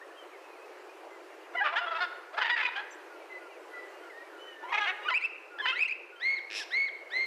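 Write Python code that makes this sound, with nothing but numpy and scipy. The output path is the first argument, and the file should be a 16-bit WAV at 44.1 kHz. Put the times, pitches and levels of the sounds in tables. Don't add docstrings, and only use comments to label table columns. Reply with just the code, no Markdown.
import sys
import numpy as np
from scipy import signal
from scipy.fft import rfft, irfft
from scipy.io import wavfile
from scipy.ndimage import uniform_filter1d, map_coordinates

SR = 44100
rng = np.random.default_rng(int(sys.argv[2]) if len(sys.argv) > 2 else 0)


def file_out(sig):
    cols = np.atleast_2d(sig).T
    lim = np.clip(cols, -1, 1)
    pcm = np.round(lim * 32767).astype(np.int16)
    wavfile.write(sys.argv[1], SR, pcm)


N = 320166
BAND_LIMIT_HZ, CROSSFADE_SAMPLES = 15020, 290

# freq_hz, gain_db
TRACT_RESPONSE = [(150, -43.5), (350, -29.5), (700, -4), (1500, -3.5), (3000, -4.5), (3600, -5.5),
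                  (4300, -16), (5500, -24.5), (6800, -28.5), (10000, -39), (15000, -47.5)]
# time_s, freq_khz
WINDPIPE_RESONANCE = [(1.6, 5.2), (2.8, 4.67), (4.7, 6), (4.95, 5.9), (5.1, 4.8)]
VOICE_TEXTURES = {"clear": (0, .1, 1), "husky": (.15, .45, 1.5), "hum": (.2, .2, 1),
                  "doubled": (.7, .14, 1), "hoarse": (.3, .55, 3), "rasp": (.75, .5, 3),
                  "squeak": (0, .12, 3.5), "whistle": (0, .12, 1.4), "yelp": (0, .08, 1),
                  "croak": (.8, .3, 2)}
VOICE_COLOURS = {"clear": (0.5, -.1), "husky": (0, -.1), "hum": (-3.3, -.1), "doubled": (-0.12, -.1),
                 "hoarse": (-1.7, -.1), "rasp": (-0.11, -.1), "squeak": (1.9, -5), "whistle": (0.24, 0.7),
                 "yelp": (-4, 3.3), "croak": (-.1, -.1)}
def syrinx(mix, contour, voice, throat_khz, beak_khz):
    alternation, roughness, throb_db = VOICE_TEXTURES[voice]
    tilt_db_per_octave, second_harmonic_db = VOICE_COLOURS[voice]
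    start_s = contour[0][0]
    pitch_hz, level_db = per_sample(contour, CROSSFADE_SAMPLES)
    n = len(pitch_hz)
    pipe_khz = np.interp(start_s, *np.transpose(WINDPIPE_RESONANCE))
    formants = [(throat_khz, 0.25, 5), (beak_khz, 0.2, 2.5), (pipe_khz, 0.31, 2.06)]

    def tract_db(hz):
        peaks = 1 + sum(gain / (1 + ((hz / 1000 - centre_khz) / half_width_khz) ** 2)
                        for centre_khz, half_width_khz, gain in formants)
        tilt_db = tilt_db_per_octave * np.log2(hz / 1500 + 0.049)
        return curve_at(TRACT_RESPONSE, hz) + 20 * np.log10(peaks) + tilt_db

    jitter = (0.004 + 0.06 * roughness) * wander(n, size=90)
    cycles = np.cumsum(pitch_hz * (1 + jitter)) / SR
    orders = np.arange(1, 41)[:, None] / 2
    partial_hz = orders * pitch_hz
    rolloff_db = 8.1 * np.log10(1 + (orders / 2.76) ** 2)
    dulling_db = 0.048 * (level_db.max() - level_db) * np.log2(1 + orders)
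    shimmer_db = np.array([wander(n, size=200) for _ in orders]) * np.clip(orders - 0.6, 0, 4.5)
    partial_db = tract_db(partial_hz) - rolloff_db - dulling_db + shimmer_db
    partial_db += second_harmonic_db * (orders == 2)
    gains = gain_of(partial_db) * np.where(orders % 1, alternation, 1) * (partial_hz < BAND_LIMIT_HZ)
    scatter_rad = 2.4 * (rng.random(orders.shape) - 0.5)
    tone = unit_rms((gains * np.cos(2 * np.pi * orders * cycles + scatter_rad)).sum(0))
    breath = shaped_noise(n, lambda hz: tract_db(hz) - 10 * np.log10(1 + (hz / 2800) ** 5))
    breath = unit_rms(breath * (1 + 0.24 * np.cos(np.pi * cycles)))
    sound = np.sqrt(1 - roughness ** 2) * tone + roughness * breath
    throb = unit_rms(gain_of(throb_db * np.clip(wander(n, size=110), -3, 1)))
    fade = np.sqrt(signal.windows.tukey(n, 2 * CROSSFADE_SAMPLES / n))
    add(mix, start_s - CROSSFADE_SAMPLES / SR, gain_of(level_db) * sound * throb * fade)


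# start_s, length_s, first_hz, last_hz, level_db, swell_db, voice, throat_khz, beak_khz
SQUAWK_NOTES = [ (1.535, 0.011, 684, 734, -50, 7, "husky", 1, 1.7),
                (1.552, .008, 698, 726, -30.5, 0, "yelp", 1.83, 0.87),
                (1.566, 0.044, 1018, 967, -33, 7, "yelp", 2.0, 3.0),
                (1.606, 0.027, 777, 851, -23, 3, "yelp", 1.65, .8),
                (1.64, 0.062, 601.4, 598.6, -21.5, -5.5, "hoarse", 1.38, 2.6),
                (1.705, 0.053, 634, 723, -36.5, 8.5, "hoarse", 1, 2.4),
                (1.762, 0.037, 830, 1045, -20.5, -5, "doubled", 1.58, 3.05),
                (1.809, 0.048, 697.5, 712, -29, -4, "hum", 1.28, 2.8),
                (1.867, 0.032, 666, 683, -28, -4, "hum", 1.35, 3.3),
                (1.912, 0.027, 673, 645, -27.5, -2, "hum", 1.27, 4.2),
                (1.95, 0.028, 658, 671, -28.5, 0, "doubled", 1.36, 2.7),
                (1.985, 0.013, 947, 893, -32, -0.5, "doubled", 1.54, .95),
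                (2.009, 0.047, 737.4, 688, -22.5, -8, "doubled", 1.47, 4.36),
                (2.334, 0.031, 596, 757, -41.5, -1, "husky", 0.5, 1.5),
                (2.374, 0.035, 845, 870, -27.5, -2.5, "rasp", 1.46, 0.61),
                (2.412, 0.026, 1051, 986, -20.5, -4, "rasp", 1.68, 3.2),
                (2.45, 0.043, 931, 883, -20.5, -13, "hoarse", 2.01, 2.97),
                (2.497, 0.019, 941, 972, -20, -4, "rasp", 2, 3.4),
                (2.518, 0.033, 961, 963, -20.5, -3, "clear", 1.9, 1.67),
                (2.564, 0.031, 890, 900, -22, -9, "rasp", 1.9, 2.55),
                (2.584, 0.037, 877.4, 864, -28, 5, "rasp", 1.92, 2.5),
                (2.629, 0.01, 1030, 993, -24, 0.5, "croak", 2.34, 1.34),
                (2.649, 0.0233, 1024, 968, -24.5, -0.5, "croak", 2.4, 2.4),
                (2.679, 0.017, 986, 914, -31, -5, "hoarse", 1.26, 3.8),
                (2.718, 0.025, 972, 1026, -43, 9, "hoarse", 1.5, 2.0),
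                (2.758, 0.06, 786, 858, -29.5, -7.5, "husky", 1.39, 3.0),
                (4.632, 0.031, 890, 1020, -40, -0.5, "hum", 0.66, 1.2),
                (4.672, 0.061, 1031, 1077, -44.5, 8.5, "husky", 0.83, 2.3),
                (4.724, 0.011, 987, 930, -28.5, 1.5, "husky", 1.12, 1.9),
                (4.734, 0.028, 829, 844, -26, 4, "croak", 2.3, 1.05),
                (4.77, 0.023, 833, 897, -25, 1.5, "croak", 2.23, 0.67),
                (4.804, 0.06, 851.5, 804, -25.5, -5.5, "doubled", 1.46, 3.1),
                (4.861, 0.047, 681, 773, -27.5, 0, "doubled", 1.97, 2.7),
                (4.903, .02, 762, 697, -32.5, -10, "doubled", 1.6, 2.4),
                (5.032, 0.034, 956, 960, -44, -1, "clear", 1.4, 2.8),
                (5.052, 0.028, 1158, 1267, -37.5, 4.5, "clear", 1.2, 2.4),
                (5.085, 0.0062, 1556, 1426, -23.5, 2, "clear", 1.45, 2.9),
                (5.1, 0.01, 1363, 1265, -23, -6.5, "rasp", 1.6, 2.9),
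                (5.113, 0.027, 1042, 957, -26, -2.5, "clear", 2.0, 1.0),
                (5.585, 0.0053, 1440, 1745, -39.5, 7, "hum", 1.9, 3.4),
                (5.597, 0.02, 1782, 1650, -30, -2.5, "hum", 1.7, 3.4),
                (5.621, 0.039, 1055, 1012, -38, 7, "clear", 1.38, 3.1),
                (5.655, 0.0078, 982, 907, -28.5, 8, "rasp", 1.7, 2.6),
                (5.669, 0.05, 1000, 1065, -23, -2.5, "doubled", 2.76, 1.8),
                (5.723, 0.024, 1320, 1480, -28, -6.5, "clear", 1.63, 2.7),
                (5.755, 0.024, 1902, 2030, -32.5, 3, "clear", 2.0, 3.9),
                (6.601, 0.03, 1843, 1560, -39, -0.5, "hum", 1.9, 3.5)]
def squawks(mix):
    progress = np.linspace(0, 1, 9)
    slack = (2 * progress - 1) ** 4
    for start_s, length_s, first_hz, last_hz, level_db, swell_db, *timbre in SQUAWK_NOTES:
        pitch_hz = (first_hz + (last_hz - first_hz) * progress) * (1 - 0.03 * slack)
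        envelope_db = level_db + swell_db * progress - 6 * slack
        syrinx(mix, np.transpose([start_s + length_s * progress, pitch_hz, envelope_db]), *timbre)


# start_s, climb_s, first_hz, top_hz, top_db, swell_db
SQUEAK_NOTES = [(5.144, 0.034, 2322, 2710, -21.5, -2), (5.212, 0.046, 2050, 2660, -26, 1.5),
                (5.782, 0.051, 2150, 2617, -19, 9.5), (5.846, 0.018, 2250, 2755, -25, 0),
                (5.884, 0.016, 2057, 2510, -32, -5), (5.914, 0.011, 2355, 2640, -28, -3)]
def squeaks(mix, break_s=0.014):
    for start_s, climb_s, first_hz, top_hz, top_db, swell_db in SQUEAK_NOTES:
        t = np.arange(0, climb_s + break_s, 1 / SR)
        below = np.clip(1 - t / climb_s, 0, 1)
        broken = np.clip((t - climb_s) / break_s, 0, 1)
        pitch_hz = top_hz - (top_hz - first_hz) * below ** 1.28 - 0.18 * top_hz * broken ** 1.4
        envelope_db = top_db - swell_db * below - 15 * broken
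        contour = np.transpose([start_s + t, pitch_hz, envelope_db])
        syrinx(mix, contour, "squeak", throat_khz=2.576, beak_khz=8.4)


# start_s, length_s, top_hz, level_db
WHISTLE_NOTES = [(6.203, 0.19, 2179, -22), (6.711, 0.18, 2221, -21.5), (7.106, 0.19, 2114, -26.5)]
def whistles(mix, rise_s=0.026, drop_s=0.0107, swell_s=0.027, close_s=0.05):
    for start_s, length_s, top_hz, level_db in WHISTLE_NOTES:
        t = np.arange(0, length_s, 1 / SR)
        pitch_hz = top_hz * (1 - 0.3 * np.exp(-t / rise_s) - 0.29 * np.exp((t - length_s) / drop_s))
        envelope_db = level_db - 16 * np.exp(-t / swell_s) - 14.5 * np.exp((t - length_s) / close_s)
        contour = np.transpose([start_s + t, pitch_hz, envelope_db])
        syrinx(mix, contour, "whistle", throat_khz=2.22, beak_khz=4.1)


# time_s, rate_hz, level_db
RATTLE_CONTOUR = [(6.5, 115, -45), (6.52, 104, -37.5), (6.57, 104, -40), (6.605, 104, -47)]
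# freq_hz, width_hz, gain_db
THROAT_MODES = [(1860, 210, -12), (2530, 420, 0.5), (3800, 700, -2.5), (5070, 870, -3)]
def rattle(mix, attack_s=0.00096):
    rate_hz, level_db = per_sample(RATTLE_CONTOUR)
    cycles = np.cumsum(rate_hz) / SR + 0.71
    snaps = np.diff(np.floor(cycles), prepend=0)
    snaps *= gain_of(level_db + 1.6 * rng.standard_normal(len(snaps)))
    t = np.arange(900) / SR
    ring = sum(gain_of(gain_db) * np.exp(-np.pi * width_hz * t) * np.sin(2 * np.pi * freq_hz * t)
               for freq_hz, width_hz, gain_db in THROAT_MODES)
    ring *= np.minimum(t / attack_s, 1)
    ring *= np.sqrt(SR / rate_hz.mean()) / np.linalg.norm(ring)
    add(mix, RATTLE_CONTOUR[0][0], signal.fftconvolve(snaps, ring))


# time_s, level_db
HISS_CONTOUR = [(6.505, -51), (6.573, -35), (6.593, -36), (6.645, -48.5)]
# freq_hz, width_hz, gain_db
HISS_MODES = [(2640, 510, 5), (3660, 660, 1), (5300, 980, 3.5), (7600, 690, -12.5), (10060, 1400, -18.5),
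              (12900, 840, -36)]
def hiss(mix):
    def modes_db(hz):
        return 20 * np.log10(sum(gain_of(gain_db) / (1 + (2 * (hz - freq_hz) / width_hz) ** 2)
                                 for freq_hz, width_hz, gain_db in HISS_MODES))

    level_db, = per_sample(HISS_CONTOUR)
    n = len(level_db)
    gusts = gain_of(1.4 * wander(n, size=80))
    air = unit_rms(shaped_noise(n, modes_db) * gusts)
    add(mix, HISS_CONTOUR[0][0], gain_of(level_db) * air * signal.windows.tukey(n, 0.1))


# freq_hz, t60_s
TREE_DECAY = [(500, 1), (1500, 1), (2600, 0.7), (5000, 0.66), (10000, 0.13)]
def tree_echoes(sound, onset_s):
    taps = np.zeros(SR)
    delay_samples = np.arange(0, SR - 20, 20) + rng.integers(0, 20, (SR - 1) // 20)
    signs = rng.choice([-1., 1.], len(delay_samples))
    taps[delay_samples] = signs * np.clip(delay_samples / SR / onset_s, 0, 1)
    hz, t, spectra = signal.stft(taps, SR, nperseg=256)
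    decay = gain_of(-60 * t / curve_at(TREE_DECAY, hz)[:, None])
    tail = signal.istft(spectra * decay, SR, nperseg=256)[1]
    echo = signal.fftconvolve(sound, tail / np.linalg.norm(tail))[:N]
    sway_samples = 2.5 * wander(N, size=250)
    return map_coordinates(echo, [np.arange(N) + sway_samples], order=3)


# start_s, length_s, first_hz, middle_hz, last_hz, level_db
FAR_CHIRPS = [(.01, 0.029, 1780, 1830, 1950, -50), (0.097, 0.029, 1720, 1744, 1630, -53),
              (0.136, 0.058, 3070, 2850, 2520, -63), (0.163, 0.09, 3180, 3100, 2830, -58),
              (.302, 0.075, 2480, 2230, 1910, -60), (0.407, 0.17, 2630, 2526, 2410, -61.5),
              (0.542, .06, 2370, 2140, 1860, -60), (0.597, .068, 2320, 2560, 2530, -60.5),
              (.875, 0.052, 2330, 2470, 2450, -60), (1.096, .1, 2000, 2050, 1860, -58.5),
              (1.163, 0.055, 2850, 2550, 2110, -68), (1.283, 0.12, 2830, 2750, 2500, -68),
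              (1.405, 0.063, 2700, 2830, 2770, -69), (2.902, 0.043, 5900, 6060, 5300, -57),
              (2.906, 0.026, 6800, 7440, 7360, -58.5), (2.934, 0.02, 5480, 6960, 8500, -63),
              (3.17, 0.072, 2770, 2400, 2220, -60), (3.287, .12, 2077, 2020, 2010, -46),
              (3.3, 0.15, 2720, 2590, 2440, -68), (3.486, 0.052, 2530, 2350, 2230, -60),
              (3.494, 0.11, 3050, 2560, 1900, -61), (3.693, 0.19, 1996, 1978, 1977, -48.5),
              (3.9, 0.11, 2780, 2820, 2800, -66), (4.006, 0.1, 3130, 2980, 2500, -65),
              (4.092, .045, 2250, 1990, 1900, -53), (4.119, 0.13, 1800, 1860, 1916, -50),
              (4.167, 0.14, 2500, 2340, 2220, -64), (4.363, 0.22, 2860, 3030, 2760, -53.5),
              (4.425, 0.29, 1980, 1792, 1780, -54.5), (6.154, 0.044, 3020, 3130, 3100, -56.5),
              (6.95, .07, 2930, 3160, 3000, -66)]
# start_s, level_db
FAR_HOOTS = [(3.09, -54.5), (3.395, -53.5), (3.709, -52), (4.009, -53.5), (4.315, -53.5), (4.6, -51),
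             (5.491, -49.5), (6.11, -51.5)]
def far_birds(mix):
    for start_s, *chirp in FAR_CHIRPS:
        add(mix, start_s, far_call(*chirp))
    for start_s, level_db in FAR_HOOTS:
        hoot = far_call(length_s=0.1, first_hz=1470, middle_hz=1420, last_hz=1330, level_db=level_db)
        add(mix, start_s, hoot)


def far_call(length_s, first_hz, middle_hz, last_hz, level_db):
    n = round(max(length_s, 0.02) * SR)
    position = np.linspace(-1, 1, n)
    bend_hz = (first_hz + last_hz) / 2 - middle_hz
    pitch_hz = middle_hz + (last_hz - first_hz) / 2 * position + bend_hz * position ** 2
    phase_rad = 2 * np.pi * np.cumsum(pitch_hz) / SR
    tone = np.sqrt(2) * (np.sin(phase_rad) + 0.056 * np.sin(2 * phase_rad))
    flicker = gain_of(2.5 * wander(n, size=300))
    return gain_of(level_db) * tone * flicker * signal.windows.tukey(n, 0.5)


# freq_hz, density_db
WASH_SPECTRUM = [(88, -76), (150, -24), (262, -63.5), (306, -8.5), (350, 4), (1090, -5), (1400, -6.5),
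                 (1690, -8), (1970, -10.5), (2170, -12), (2740, -14), (3510, -23), (4020, -23),
                 (14900, -38)]
def wash(level_db=-49.5):
    frames, hz = N // 256 + 5, np.fft.rfftfreq(1024, 1 / SR)
    real, imag, patches = rng.standard_normal((frames, 513, 3)).T
    patches = unit_rms(uniform_filter1d(uniform_filter1d(patches, size=14, axis=0), size=12, axis=1))
    swell_db = 0.5 * wander(frames, size=25)
    spectra = (real + 1j * imag) * gain_of(curve_at(WASH_SPECTRUM, hz)[:, None] + 1.4 * patches + swell_db)
    return gain_of(level_db) * unit_rms(signal.istft(spectra, nperseg=1024, noverlap=768)[1][:N])


def gain_of(db):
    return 10 ** (np.asarray(db) / 20)


def unit_rms(x):
    return x / np.sqrt(np.mean(x ** 2) + 1e-20)


def curve_at(points, hz):
    freq_hz, values = np.transpose(points)
    return np.interp(np.log(hz + 1), np.log(freq_hz + 1), values)


def add(mix, start_s, sound):
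    part = mix[round(start_s * SR):][:len(sound)]
    part += sound[:len(part)]


def wander(n, size):
    return unit_rms(uniform_filter1d(uniform_filter1d(rng.standard_normal(n), size), size))


def shaped_noise(n, db_at):
    hz = np.fft.rfftfreq(n, 1 / SR)
    return unit_rms(irfft(rfft(rng.standard_normal(n)) * gain_of(db_at(hz)), n))


def per_sample(contour, hold_samples=0):
    time_s, *columns = np.transpose(contour)
    t = np.arange(time_s[0] - hold_samples / SR, time_s[-1] + hold_samples / SR, 1 / SR)
    return [np.interp(t, time_s, column) for column in columns]


def scene():
    macaw, others = np.zeros((2, N))
    for call in (squawks, squeaks, whistles, rattle, hiss):
        call(macaw)
    far_birds(others)
    macaw += gain_of(-14) * tree_echoes(macaw, onset_s=0.004)
    others += gain_of(-15.5) * tree_echoes(others, onset_s=0.02)
    return (macaw + others + wash())[None]


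def record(dry):
    low_cut_hz, threshold_db, release_db_per_s = 292, -29.5, 16.6
    cut = signal.sosfilt(signal.butter(8, low_cut_hz, "high", fs=SR, output="sos"), dry)
    power_db = 10 * np.log10(abs(uniform_filter1d(cut[0] ** 2, size=1500)) + 1e-12)
    release_db = np.arange(N) * release_db_per_s / SR
    held_db = np.maximum.accumulate(power_db + release_db) - release_db
    over_db = np.maximum(held_db - threshold_db, 0)
    ducked = cut / gain_of(0.69 * uniform_filter1d(over_db, size=800))
    rumble = shaped_noise(N, lambda hz: -20 * np.log10(1 + (hz / 300) ** 2))
    rumble *= gain_of(-100 + 4.5 * wander(N, size=1500))
    lowpass = signal.firwin(511, BAND_LIMIT_HZ, window=("kaiser", 9), fs=SR)
    return signal.oaconvolve(ducked + rumble, lowpass[None], "same")


dry = scene()
out = record(dry)
file_out(out)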